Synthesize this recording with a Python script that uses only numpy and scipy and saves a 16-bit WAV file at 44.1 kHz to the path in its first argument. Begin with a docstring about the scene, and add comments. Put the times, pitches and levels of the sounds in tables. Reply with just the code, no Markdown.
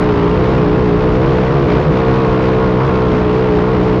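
"""Racing boat at full throttle

An eight-cylinder engine heard from on board, its revs flaring whenever the hull skips and the
propeller loses its bite. The exhaust drones through fixed pipe and hull resonances, and bursts of hot
gas rasp once a cycle. Behind it are buffeting wind, rushing spray, a low boom and a thin steady whine."""
import sys
import numpy as np
from scipy import signal
from scipy.fft import rfft, irfft
from scipy.io import wavfile
from scipy.ndimage import uniform_filter1d, minimum_filter1d

SR = 44100
rng = np.random.default_rng(int(sys.argv[2]) if len(sys.argv) > 2 else 0)


def output_pcm(signal):
    """Save a mono or channel-first signal as 16-bit PCM at the path in sys.argv[1].

    Samples are clipped to [-1, 1] before scaling.
    """
    pcm = np.clip(np.atleast_2d(signal).T, -1, 1) * 32767
    wavfile.write(sys.argv[1], SR, np.round(pcm).astype(np.int16))


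N = 176400

# Engine speed in firing cycles per second: time_s, rate_hz
REVS = [(0.0, 61.13), (0.07, 61.26), (0.13, 58.9), (0.22, 57.5), (0.38, 63.1), (0.46, 62.53), (0.54, 65.3),
        (0.681, 58.57), (0.77, 63.8), (0.921, 58.74), (1.05, 63.17), (1.1, 61.2), (1.2, 63.74),
        (1.292, 68.7), (1.34, 62.87), (1.41, 61.7), (1.57, 69.8), (1.64, 67.83), (1.7, 58.93),
        (1.76, 62.66), (1.82, 74.43), (1.83, 75.39), (1.89, 72.65), (1.91, 64.7), (1.93, 61.87),
        (2.0, 64.98), (2.08, 64.16), (2.2, 65.85), (2.269, 62.75), (2.31, 64.35), (2.35, 62), (2.49, 64.24),
        (2.57, 62.52), (2.63, 64.53), (2.69, 61.62), (2.8, 63.37), (2.858, 68.77), (2.93, 61.66),
        (2.96, 62.8), (3.289, 60.8), (3.4, 63.52), (3.56, 60.0), (3.66, 61.9), (3.709, 65.5), (3.79, 59.4),
        (3.86, 62.67), (3.93, 60.9), (4.0, 63.8)]
def engine_speed():
    """The revs flare as the propeller loses its bite, with a slight jitter on top."""
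    rate_hz = np.interp(np.arange(N) / SR, *np.array(REVS).T)
    return uniform_filter1d(rate_hz, size=600) * (1 + .003 * wander(hz=30.03))


# Harmonics of the firing cycle: harmonic, level_db
HARMONICS = [(1, -10.5), (2, -7), (3, -3), (4, -11.5), (5, -1.5), (6, -7), (7, -2.7), (8, -9.5), (9, -14),
             (10, -13.5), (11, -18), (12, -24), (13, -19), (14, -25), (15, -21.5), (16, -25.5), (17, -22),
             (18, -28.5), (19, -28.5), (20, -29.5), (21, -35), (22, -26.5), (23, -30)]
# Pipe and hull peaks and notches: centre_hz, width_hz, gain_db
RESONANCES = [(112.3, 10, -3), (135.4, 11, 6.5), (211.7, 11.3, -10.5), (283, 10, -0.5), (320.4, 15.2, -6.5),
              (364, 9, -2), (418, 8.6, 1.5), (483.6, 7, -5.5), (506.5, 8.5, 4.5), (547.4, 17, -14),
              (660, 18.4, -9), (708, 13, 4.5), (765, 25, -4.5), (1150, 110, 4), (1420, 14, 4)]
# Shape of the snarl, the ride on the upper harmonics: time_s, level_db
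SNARL_RIDE = [(0.0, -24), (0.05, -26.5), (0.29, -24), (0.39, -27), (1.2, -27), (1.26, -25.5), (1.38, -29),
              (1.49, -26), (1.93, -27.5), (1.94, -26.5), (2.22, -25), (2.56, -26.5), (2.62, -24),
              (2.72, -28), (2.82, -22.5), (2.84, -24.5), (3.26, -26.5), (3.29, -26), (3.42, -29.5),
              (3.59, -25.5), (3.99, -28), (4.0, -31.5)]
def exhaust(rate_hz, cycles):
    """Harmonics swell and fade as they slide through the resonances; no two cycles match."""
    tone, grid_hz, cycle_marks = np.zeros(N), np.arange(2500.), np.arange(512)
    response_db = sum(db * bell(grid_hz, hz, width) for hz, width, db in RESONANCES)
    snarl_db = 2.5 + 1.6 * ride_db(SNARL_RIDE)
    for harmonic, db in HARMONICS:
        roughness = .06 + .22 * (harmonic / len(HARMONICS)) ** 2
        phase_scatter, gain_scatter = roughness * rng.standard_normal((2, len(cycle_marks)))
        resonance_db = np.interp(harmonic * rate_hz, grid_hz, response_db)
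        gain = undb(db + resonance_db + (harmonic > 13) * snarl_db + .88 * wander(hz=14))
        gain *= 1 + np.interp(cycles, cycle_marks, gain_scatter)
        phase = 2 * np.pi * (harmonic * cycles + rng.random())
        tone += gain * np.sin(phase + np.interp(cycles, cycle_marks, phase_scatter))
    # Above 70.5 Hz the propeller is out of the water and the unloaded exhaust thins.
    thinning_db = -.7 * np.maximum(rate_hz - 70.5, 0)
    return level(tone * undb(thinning_db), db=-12.5)


# Gas bursts within one cycle: position_cycles, width_cycles, strength
GAS_BURSTS = [(0.339, .06, .35), (.54, 0.081, 0.82), (0.761, .08, .7), (0.931, 0.11, 0.43)]
# Rasp EQ: frequency_hz, gain_db
RASP_EQ = [(150, -9.5), (400, 0), (700, -1), (1100, -3), (1600, -7), (2500, -12.5), (4000, -22),
           (5200, -29), (7000, -47.5), (8700, -54.5), (11000, -61.5), (13000, -82)]
def rasp(cycles):
    """Hot gas leaves in a lopsided group of bursts each cycle."""
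    flow = .54  # steady bed under the bursts
    for position, width, strength in GAS_BURSTS:
        burst_cycles = cycles - position + 1.5  # each burst peaks halfway through its count
        scatter = undb(2.5 * rng.standard_normal(512))[burst_cycles.astype(int)]
        flow += strength * scatter * bell(burst_cycles % 1, .5, width)
    return level(equalise(flow * rng.standard_normal(N), RASP_EQ), db=-24)


# Wind and hull rumble EQ: frequency_hz, gain_db
WIND_EQ = [(15, -16), (30, -8), (42, 5), (55, 0), (85, 1.5), (120, -1), (200, -3), (300, -3), (500, -8),
           (900, -24.5), (3000, -70)]
def wind():
    """Gusty low buffeting from the airstream and the hull."""
    gusts = rng.standard_normal(N) * undb(wander(hz=9.1))
    return level(equalise(gusts, WIND_EQ), db=-19)


# Spray EQ: frequency_hz, gain_db
SPRAY_EQ = [(300, 0), (900, -0.5), (2000, -7.5), (4000, -19), (5500, -23), (7000, -31), (8700, -52.5),
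            (11000, -54), (13000, -76.5)]
def spray():
    """Water sheets off the hull in quick uneven surges."""
    surges = rng.standard_normal(N) * undb(1.5 * wander(hz=24.86))
    return level(equalise(surges, SPRAY_EQ), db=-32.5)


# Fader ride on the boom: time_s, level_db
BOOM_RIDE = [(0.0, -25), (0.11, -23.5), (1.98, -22), (2.06, -32.5), (3.89, -33), (3.93, -28), (4.0, -39.5)]
def boom():
    """A wavering low boom that holds its pitch and drops back halfway through."""
    return noise_band(centre_hz=156.5, width_hz=7, db=-27.5) * undb(ride_db(BOOM_RIDE))


def whine():
    """A thin steady whine that does not follow the revs."""
    return noise_band(centre_hz=890, width_hz=11, db=-38)


def undb(db):
    """Decibels to gain."""
    return 10 ** (np.asarray(db) / 20)


def level(x, db):
    """Scale to an rms level."""
    return x * undb(db) / np.sqrt(np.mean(x ** 2))


def wander(hz):
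    """Smooth random drift with an rms of 1."""
    hold = int(SR / hz)
    steps = rng.standard_normal(4096)[np.arange(N) // hold % 4096]
    return level(uniform_filter1d(steps, hold), db=0)


def equalise(x, curve):
    """Filter by an EQ curve drawn on a log frequency axis."""
    hz, db = np.array(curve, float).T
    bins_hz = np.maximum(np.fft.rfftfreq(N, 1 / SR), 1)
    return irfft(rfft(x) * undb(np.interp(np.log(bins_hz), np.log(hz), db)), N)


def bell(x, centre, width):
    """A rounded bump of height 1."""
    return np.exp(-.5 * ((x - centre) / width) ** 2)


def noise_band(centre_hz, width_hz, db):
    """Noise narrowed to a wavering tone."""
    band = bell(np.fft.rfftfreq(N, 1 / SR), centre_hz, width_hz)
    return level(irfft(rfft(rng.standard_normal(N)) * band, N), db)


def ride_db(curve):
    """A fader ride as dB about its own mean."""
    db = np.interp(np.arange(N) / SR, *np.array(curve).T)
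    return db - db.mean()


# Fader ride on rasp and spray together: time_s, level_db
TREBLE_RIDE = [(0.0, -34.5), (0.03, -35.5), (0.54, -34.5), (0.72, -36), (1.21, -36), (1.24, -34.5),
               (1.6, -35.5), (1.73, -32.5), (1.83, -36.5), (1.87, -34.5), (1.89, -39), (1.93, -35),
               (1.99, -33.5), (2.03, -36), (2.1, -34), (2.41, -35), (2.49, -33.5), (2.51, -35.5),
               (3.44, -36), (3.45, -35.5), (3.99, -36), (4.0, -36.5)]
def scene():
    """One engine speed drives exhaust and rasp; wind and water rush on."""
    rate_hz = engine_speed()
    cycles = np.cumsum(rate_hz) / SR
    treble = (rasp(cycles) + spray()) * undb(ride_db(TREBLE_RIDE))
    return (exhaust(rate_hz, cycles) + treble + wind() + boom() + whine())[None]


def record(dry):
    """A fast limiter holds the peaks down; the sound ends softly and the top is cut."""
    fade_s, cutoff_hz, makeup_db = .004, 13700, .3
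    peaks = -minimum_filter1d(-np.abs(dry), size=221)
    gain = 1 / (1 + peaks ** 4) ** (1 / 4)
    gain = uniform_filter1d(uniform_filter1d(gain, size=111), size=111)
    fade = np.minimum(np.arange(N)[::-1] / SR / fade_s, 1)
    lowpass = signal.ellip(8, .2, 70, cutoff_hz, fs=SR, output="sos")
    return signal.sosfilt(lowpass, dry * gain * fade * undb(makeup_db))


dry = scene()
out = record(dry)
output_pcm(out)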